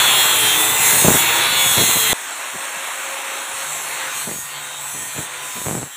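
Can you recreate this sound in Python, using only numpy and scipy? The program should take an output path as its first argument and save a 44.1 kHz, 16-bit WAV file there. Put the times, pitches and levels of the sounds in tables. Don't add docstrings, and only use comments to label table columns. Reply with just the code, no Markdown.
import sys
import numpy as np
from scipy import signal
from scipy.fft import rfft, irfft
from scipy.io import wavfile
from scipy.ndimage import uniform_filter1d, map_coordinates

SR = 44100
rng = np.random.default_rng(int(sys.argv[2]) if len(sys.argv) > 2 else 0)


def file_out(sig):
    cols = np.atleast_2d(sig).T
    lim = np.clip(cols, -1, 1)
    pcm = np.round(lim * 32767).astype(np.int16)
    wavfile.write(sys.argv[1], SR, pcm)


def magnitude_from_level(level_db):
    exponent = np.asarray(level_db, float) / 20
    return 10 ** exponent


N = 262836

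GEAR = 3.555
SONG = 26
STEPS = 1024

# (close view ends [s], far view starts [s])
CUT = (2.1318, 2.1378)
CLOSE_END, FAR_START = CUT
# (time [s], disc speed [turns/s], pressure on the stone [dB])
DISC = [
    [(0.0, 132.5, 8), (0.42, 122.8, 10), (0.56, 121.5, 10.5), (0.8, 127.5, 5), (1.25, 131.4, 5),
     (1.47, 134.3, 7), (2.14, 123.5, 7.5)],
    [(2.14, 151.9, 3), (3.3, 152.9, -18), (3.6, 152.4, 5.5), (3.97, 148.6, 3), (4.1, 148.4, 6),
     (4.38, 142.6, 10), (4.66, 144.4, 5), (5.0, 141.7, 7.5), (5.31, 140.8, 2), (5.44, 143.1, 6.5),
     (5.83, 137.1, 8)],
]
REGION_EDGES = [700, 2600, 4500, 5800, 9300, 15500]
# (frequency [Hz], level per Hz [dB])
COLOUR = [
    [(60, -74), (150, -54), (300, -11), (550, -13.5), (900, -4), (2300, -6.5), (2900, -1.5), (3500, 4),
     (4300, -2.5), (5600, -5.5), (7200, 6.5), (8600, 5.5), (11000, 0), (15500, -2.5)],
    [(60, -48), (150, -84), (260, -12), (450, -11), (900, -0.5), (1400, -1), (2500, -2.5), (3800, -2),
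     (4400, -6.5), (5600, -11.5), (7700, -4.5), (8800, -5.5), (11000, -21), (15500, -23.5)],
]
# (frequency [Hz], width [Hz], depth [dB])
HOLLOWS = [
    (4842, 197, -20),
    (9330, 110, -9),
    (11680, 410, -3),
    (13780, 450, -8),
]
# (multiple of disc speed [1], level over the grit [dB])
RIDGES = [(1, -20), (9, -18.5), (15, -12.5), (22, -12.5), (30, -6.5), (45, -4), (75, -7.5), (120, -1)]
# (multiple of motor speed [1], side step [disc turns], level over the grit [dB])
WHINE = [(2, -1, -6), (2, 0, -8), (3, 0, -9), (4, 0, -10), (5, 0, -8), (6, 0, -4), (7, 0, -7), (8, 0, -6),
         (10, 0, -5), (11, 0, -4), (12, 0, -8), (1, 1, -11), (2, 1, -11), (1, -1, -9)]
# (frequency [Hz], level per Hz [dB])
WIND_COLOUR = [(25, -40), (60, -15), (125, -0.5), (250, -10.5), (500, -25.5), (1200, -30.5), (3000, -59)]
# (time [s], peak [dB])
POPS = [(0.151, -26), (0.255, -9), (0.323, -31), (0.971, -10), (1.023, -3), (1.047, 6), (1.051, 3.5),
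        (1.065, -3), (1.083, 13), (1.096, 0), (1.105, 1), (1.121, -10), (1.156, -3.5), (1.662, -7.5),
        (1.784, -9), (1.81, -7), (1.895, -4), (1.972, -4.5), (2.039, -14), (2.059, -18), (2.131, 4.5),
        (2.546, -19), (4.273, -18), (4.314, -8.5), (5.163, -14), (5.196, -13), (5.617, -12), (5.684, -10),
        (5.752, -5), (5.83, -6)]
# (start [s], end [s], multiple of disc speed [1], level [dB])
TONES = [(0.0, 0.39, 4, -38), (0.0, 0.39, 5, -36), (0.09, 0.42, 19, -33), (0.55, 0.9, 16, -33),
         (2.3, 3.6, 6.11, -46), (0.5, 0.76, 28, -29), (0.5, 0.68, 2.555, -39), (5.32, 5.5, 10, -43),
         (0.54, 0.78, 29, -30), (0.92, 1.3, 55, -29), (1.4, 1.72, 11, -33), (1.15, 1.5, 2.555, -40),
         (5.23, 5.31, 25, -39), (1.16, 1.88, 17, -33), (1.34, 1.73, 4, -39), (1.42, 1.81, 28.44, -32),
         (1.52, 2.1, 57, -30), (1.63, 2.09, 86, -32), (1.71, 2.12, 76, -35), (1.75, 2.12, 60, -29),
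         (1.83, 2.12, 16, -33), (3.56, 5.5, 1, -54.5), (3.65, 4.03, 6.11, -43), (3.92, 4.45, 10, -41),
         (4.33, 4.47, 13, -42), (4.58, 4.85, 10, -43), (4.88, 5.16, 13, -40), (5.54, 5.89, 71, -45),
         (5.51, 5.91, 57, -42), (5.53, 5.86, 55, -42)]
# (time [s], level [dB])
REACH = [
    [(0.0, -18.5), (0.2, -19), (0.4, -19), (0.75, -20.5), (0.9, -17.5), (1.3, -20), (1.65, -19.5),
     (2.12, -21.5)],
    [(2.15, -31), (3.0, -29), (3.5, -29.5), (4.23, -27.5), (4.35, -33), (4.75, -33.5), (5.38, -32.5),
     (5.7, -32.5), (5.96, -39.5)],
]
# (start [s], peak [s], end [s], swing [dB])
SWINGS = [(-0.3, 0.363, 0.53, 4), (0.45, 0.62, 0.84, 7), (0.736, 0.865, 1.23, 7), (0.92, 1.186, 1.3, 5.5),
          (1.557, 1.843, 2.95, 7), (3.403, 3.755, 4.18, 4), (4.12, 4.318, 5, 6), (4.714, 4.94, 5.16, 8.5),
          (4.984, 5.217, 5.28, 9), (5.404, 5.646, 6.03, 9.5)]
# (ring [dB], grit [dB], fizz [dB])
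AWAY = [(-4.5, -4, -6), (-6, -3.5, -6.5)]
SWING_SHARE = (-0.28, 0.24, 0.94, 1.18)
# (start [s], end [s], level [dB], lift of upper ridges [dB])
STROKES = [(0.0, 0.208, -17, -16), (0.216, 0.53, -21, -4), (1.125, 1.423, -26.5, -8),
           (1.43, 1.72, -21.5, -4.5), (1.732, 1.87, -23.5, 8), (1.9, 2.143, -25.5, 8),
           (3.9, 4.24, -44, -8.5), (4.27, 4.52, -49, 6), (4.552, 4.82, -42, -6), (5.16, 5.3, -45.5, 2.5),
           (5.309, 5.7, -44.5, .3)]
NEIGHBOURS = (22, 24, 25, SONG, 27, 28, 30, 31, 32, 33)
NEIGHBOUR_DB = (-11, -14, -14, -.3, -8, -13, -14, -13, -14, -16)
# (start [s], end [s], level [dB])
HUM = [(0.13, 1.1, -39), (1.25, 1.48, -39.5), (1.72, 2.12, -38), (2.38, 3.02, -47), (3.03, 3.7, -41.5),
       (3.88, 4.15, -42), (4.5, 4.85, -52), (5.26, 5.46, -47), (5.65, 5.85, -53)]
# (start [s], end [s], level [dB])
OVERTONE = [(0.3, 0.81, -35), (1.05, 1.48, -34), (4.12, 4.3, -43), (4.33, 4.95, -45), (4.96, 5.3, -48),
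            (5.33, 5.69, -40.5)]
# (start [s], length [s], level [dB])
GUSTS = [(0.93, 0.15, -31.5), (1.05, .026, -20), (1.088, 0.023, -13), (1.146, 0.019, -22.5),
         (1.781, 0.067, -21), (1.888, 0.017, -29.5), (1.957, .02, -27), (2.553, 0.014, -38),
         (2.77, 0.014, -50), (4.272, 0.077, -33.5), (4.385, .015, -43.5), (4.944, .14, -42.5),
         (5.163, .015, -35), (5.184, 0.032, -31), (5.563, 0.074, -39.5), (5.664, 0.16, -26.5)]
# (time [s], lowest frequency [Hz])
SIDE_PATCHES = [(0.051, 13700), (0.375, 4130), (0.654, 5640), (1.537, 5600), (1.581, 7490), (2.282, 4180),
                (2.282, 10980), (2.63, 8910), (2.63, 9800), (2.63, 13000), (3.187, 6200), (3.187, 11670),
                (3.698, 5120), (3.86, 12360), (4.255, 13050), (4.672, 13050), (4.859, 12360)]


def evened(x):
    return x / np.sqrt(np.mean(abs(x) ** 2) + 1e-20)


def read(points, hz):
    f, value = np.transpose(points)
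    return np.interp(np.log(hz + 1), np.log(f + 1), value)


def curves(views, t):
    close, far = (np.transpose(rows) for rows in views)
    return [np.where(t < CLOSE_END, np.interp(t, close[0], a), np.interp(t, far[0], b))
            for a, b in zip(close[1:], far[1:])]


def drift(shape, along, across=1):
    x = uniform_filter1d(rng.standard_normal(shape), max(round(across), 1), -1)
    for _ in range(2):
        x = uniform_filter1d(x, round(along), 0)
    return evened(x)


def wind_level(t):
    far = t > CLOSE_END
    stage = far.astype(int) + (far & (curves(DISC, t)[1] > 0))
    draught_db = np.array((-36.5, -67.5, -57))[stage] + np.array((2, 8, 3.5))[stage] * drift(N, 2500)
    gust_db = np.full(N, -120.)
    for start, length, db in GUSTS:
        sag = 9 * ((t - start) / length).clip(0, 1)
        rise = 1000 * (start - t).clip(0)
        fall = 320 * (t - start - length).clip(0)
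        gust_db = np.maximum(gust_db, db - sag - rise - fall)
    return draught_db, gust_db


def wind():
    t = np.arange(N) / SR
    hz = np.fft.rfftfreq(N, 1 / SR)
    rumble = evened(irfft(rfft(rng.standard_normal(N)) * magnitude_from_level(read(WIND_COLOUR, hz)), N))
    draught_db, gust_db = wind_level(t)
    rumble *= magnitude_from_level(np.maximum(draught_db, gust_db) - 4 + 2.5 * drift(N, 260))

    beat = np.cumsum(magnitude_from_level(6 * 0.4 * drift(N, 200))) * 145 / SR
    shed = np.diff(np.floor(beat), prepend=0) * (gust_db > draught_db + 3)
    large = rng.random(N) < 0.45
    chance = np.array([shed * ~large * magnitude_from_level(1.5), shed * large])
    eddy_db = gust_db + 13 + 4 * rng.standard_normal((2, N)).clip(-2, 1)
    hits = chance * magnitude_from_level(eddy_db) * rng.choice([-1, 1], (2, N))

    s, db = np.transpose(POPS)
    sign, size = rng.standard_normal((len(s), 2)).T
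    is_large = (size + db / 4 > -1.5).astype(int)
    hits[is_large, np.round(s * SR).astype(int)] = magnitude_from_level(db - 8.0) * np.sign(sign)

    u = t[:2000]
    push = (1 - np.exp(-u / .00015)) * np.exp(-u / [[.00028], [.0007]])
    low_cut = signal.butter(4, 105, "hp", fs=SR, output="sos")
    pop = signal.sosfilt(low_cut, push)
    pop /= pop.max(1)[:, None]
    close, far = (signal.oaconvolve(hits * view, pop, axes=1).sum(0)[10:N + 10]
                  for view in (t < CLOSE_END, t > CLOSE_END))
    return rumble + close * (t < FAR_START) + far


def nearest_order(order):
    allowed = (np.arange(-2, 120)[:, None] + GEAR * np.array([0, 1, 2, 8])).ravel()
    return allowed[np.argmin(abs(allowed - order))]


def singing_orders(turns):
    out = np.zeros(N)
    waver_db = 2.5 * drift((N // 256 + 2, 8), 9)
    hum = [(start, end, GEAR, db) for start, end, db in HUM]
    hum += [(start, end, 2 * GEAR, db) for start, end, db in OVERTONE]
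    song = [(start, end, order, db + over + lift * (order > SONG + 2))
            for start, end, db, lift in STROKES for order, over in zip(NEIGHBOURS, NEIGHBOUR_DB)]
    for k, (start, end, order, db) in enumerate(TONES + hum + song):
        span = np.arange(max(round((start - .04) * SR), 0), min(round((end + .04) * SR), N))
        span = span[(span < FAR_START * SR) == (start < CLOSE_END)]
        rise = span / SR - start + 0.045 + (start < .01)
        fall = end + 0.062 - span / SR
        swell = np.clip(np.minimum(rise, fall) / 0.11, 0, 1)
        level = magnitude_from_level(db + np.interp(span / 256, np.arange(len(waver_db)), waver_db[:, k % 8]))
        phase = nearest_order(order) * turns[span] + round(order) ** 2 / np.pi
        out[span] += swell * level * np.sin(2 * np.pi * phase)
    return out


def motor_whine(turns, speed):
    waver_db = 2.5 * drift((N // 512 + 2, len(WHINE)), 10)
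    out = np.zeros(N)
    for (order, side, db), wobble in zip(WHINE, waver_db.T):
        level = magnitude_from_level(db + np.interp(np.arange(N) / 512, np.arange(len(wobble)), wobble))
        phase = (round(order) * GEAR + round(side)) * turns + rng.random()
        out += level * np.sin(2 * np.pi * phase)
    return np.sqrt(4 * speed / SR) * out


def scratch_pattern(turns, speed, low_db, high_db):
    wear_turns, worn = 11, 0.8
    count, k = int(turns[-1]) + 2, np.arange(STEPS // 2 + 1)
    at = np.searchsorted(turns, np.arange(count)).clip(0, N - 1)
    ridge_db = read(RIDGES, k) + 2.2 * rng.standard_normal((2, len(k)))
    ridge_db[:, SONG] = -35
    far = (at / SR > CLOSE_END).astype(int)
    db = ridge_db[far] + np.where(k < 35, low_db[at, None], high_db[at, None] + 2.5)
    shape = (count, len(k))
    wearing = (drift(shape, wear_turns) + 1j * drift(shape, wear_turns)) / np.sqrt(2)
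    lasting = np.exp(2j * np.pi * rng.random(len(k)))
    lines = magnitude_from_level(db) * (worn * wearing + np.sqrt(1 - worn ** 2) * lasting)
    lines *= (k * speed[at, None] < 16500) * (k > 0)
    height = np.sqrt(4 * speed / SR)
    pattern = irfft(lines).ravel() * STEPS / 2
    return height * map_coordinates(pattern, [turns * STEPS], order=3)


def swing_of(t):
    return sum(db * np.interp(t, (start, peak, end), (0, 1, 0)) * ((peak > CLOSE_END) == (t > CLOSE_END))
               for start, peak, end, db in SWINGS)


def regions(t):
    far = (t > CLOSE_END).astype(int)
    swing = swing_of(t)
    singing = sum(np.interp(t, (start - .04, start, end, end + 0.03), (0, 1, 1, 0))
                  for start, end, *_ in STROKES).clip(0, 1)
    body = curves(REACH, t)[0] + SWING_SHARE[0] * swing
    ring, grit, fizz = np.array(AWAY)[far].T + np.outer(SWING_SHARE[1:], swing)
    return body, ring + 0.04 * singing, grit, fizz


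def radiate(x):
    hz, t, z = signal.stft(x, SR, nperseg=512, noverlap=384)
    body, *over = regions(t)
    close_db, far_db = (read(points, hz)[:, None] for points in COLOUR)
    colour_db = np.where(t > CLOSE_END, far_db, close_db)
    colour_db += sum(db / (1 + ((hz - f) / width) ** 2) for f, width, db in HOLLOWS)[:, None]
    shift_db, centres = [], []
    for level, edge in zip([body] + [body + o for o in over], (0, 1, 3, 4)):
        lo, hi = REGION_EDGES[edge:edge + 2]
        inside = (hz > lo) & (hz < hi)
        shift_db.append(level - 10 * np.log10((magnitude_from_level(colour_db[inside]) ** 2).sum(0) / len(hz)))
        centres += [lo * 1.13, hi / 0.98]
    share = np.array([np.interp(hz, centres, np.repeat(row, 2)) for row in np.eye(4)])
    field_db = colour_db + share.T @ shift_db + 1.1 * drift(z.T.shape, 22, 7).T
    touching = np.clip(1.4 + curves(DISC, t)[1] / 10, 0, 1)
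    glints = drift(z.T.shape, 35, 4).T * np.clip(hz / 7000, 0, 1)[:, None]
    field_db += 1.8 * touching * glints
    return signal.istft(z * magnitude_from_level(field_db), SR, nperseg=512, noverlap=384)[1][:N]


def grinder():
    t = np.arange(N) / SR
    speed, pressure_db = curves(DISC, t)
    cut = round(CLOSE_END * SR)
    for view in (slice(0, cut), slice(cut + 1, N)):
        speed[view] = uniform_filter1d(speed[view], round(0.09 * SR), mode="nearest")
    turns = np.cumsum(speed * (1 + 0.001198 * drift(N, 1570))) / SR
    wander_db = 3.0
    low_db = pressure_db + wander_db * drift(N, 4000)
    high_db = -2.5 + 0.34 * pressure_db + 0.31 * swing_of(t) + wander_db * drift(N, 5800)
    grit = rng.standard_normal(N) * magnitude_from_level(0.99 * drift(N, 30))
    source = grit + scratch_pattern(turns, speed, low_db, high_db) + motor_whine(turns, speed)
    source /= np.sqrt(uniform_filter1d(source ** 2, 8000))
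    return radiate(source) + np.sqrt(2) * magnitude_from_level(-1.0) * singing_orders(turns)


def scene():
    t = np.arange(N) / SR
    gap = np.maximum((CLOSE_END - t) / .0004, (t - FAR_START) / .001)
    return np.tile((grinder() + wind()) * np.clip(gap, .02, 1), (2, 1))


def side_patches(x):
    width_hz, length_s = 1350, .032
    hz, t, z = signal.stft(x, SR, nperseg=512, noverlap=384)
    mask = sum(np.outer((hz > lo) & (hz < lo + width_hz), np.cos(np.pi * ((t - s) / length_s).clip(-.5, .5)))
               for s, lo in SIDE_PATCHES).clip(0, 1)
    power = uniform_filter1d(abs(z) ** 2, size=9, axis=0)
    level = np.sqrt(uniform_filter1d(power, size=9, axis=1).clip(0))
    noise = signal.stft(rng.standard_normal(N), SR, nperseg=512, noverlap=384)[2]
    patches = magnitude_from_level(-3) * mask * level * evened(noise)
    side = signal.istft(patches, SR, nperseg=512, noverlap=384)[1][:N]
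    return np.array([x + side, x - side])


def low_pass(x):
    return signal.sosfilt(signal.butter(12, 16860, fs=SR, output="sos"), x)


def record(dry):
    treble_cut = signal.firwin(1501, 15515, window=("kaiser", 7), fs=SR)
    limited = signal.oaconvolve(np.clip(dry, -1.05, 1.05), treble_cut[None], "same")
    mix = np.clip(side_patches(limited[0]), -1, 1)
    return low_pass(mix)


dry = scene()
out = record(dry)
file_out(out)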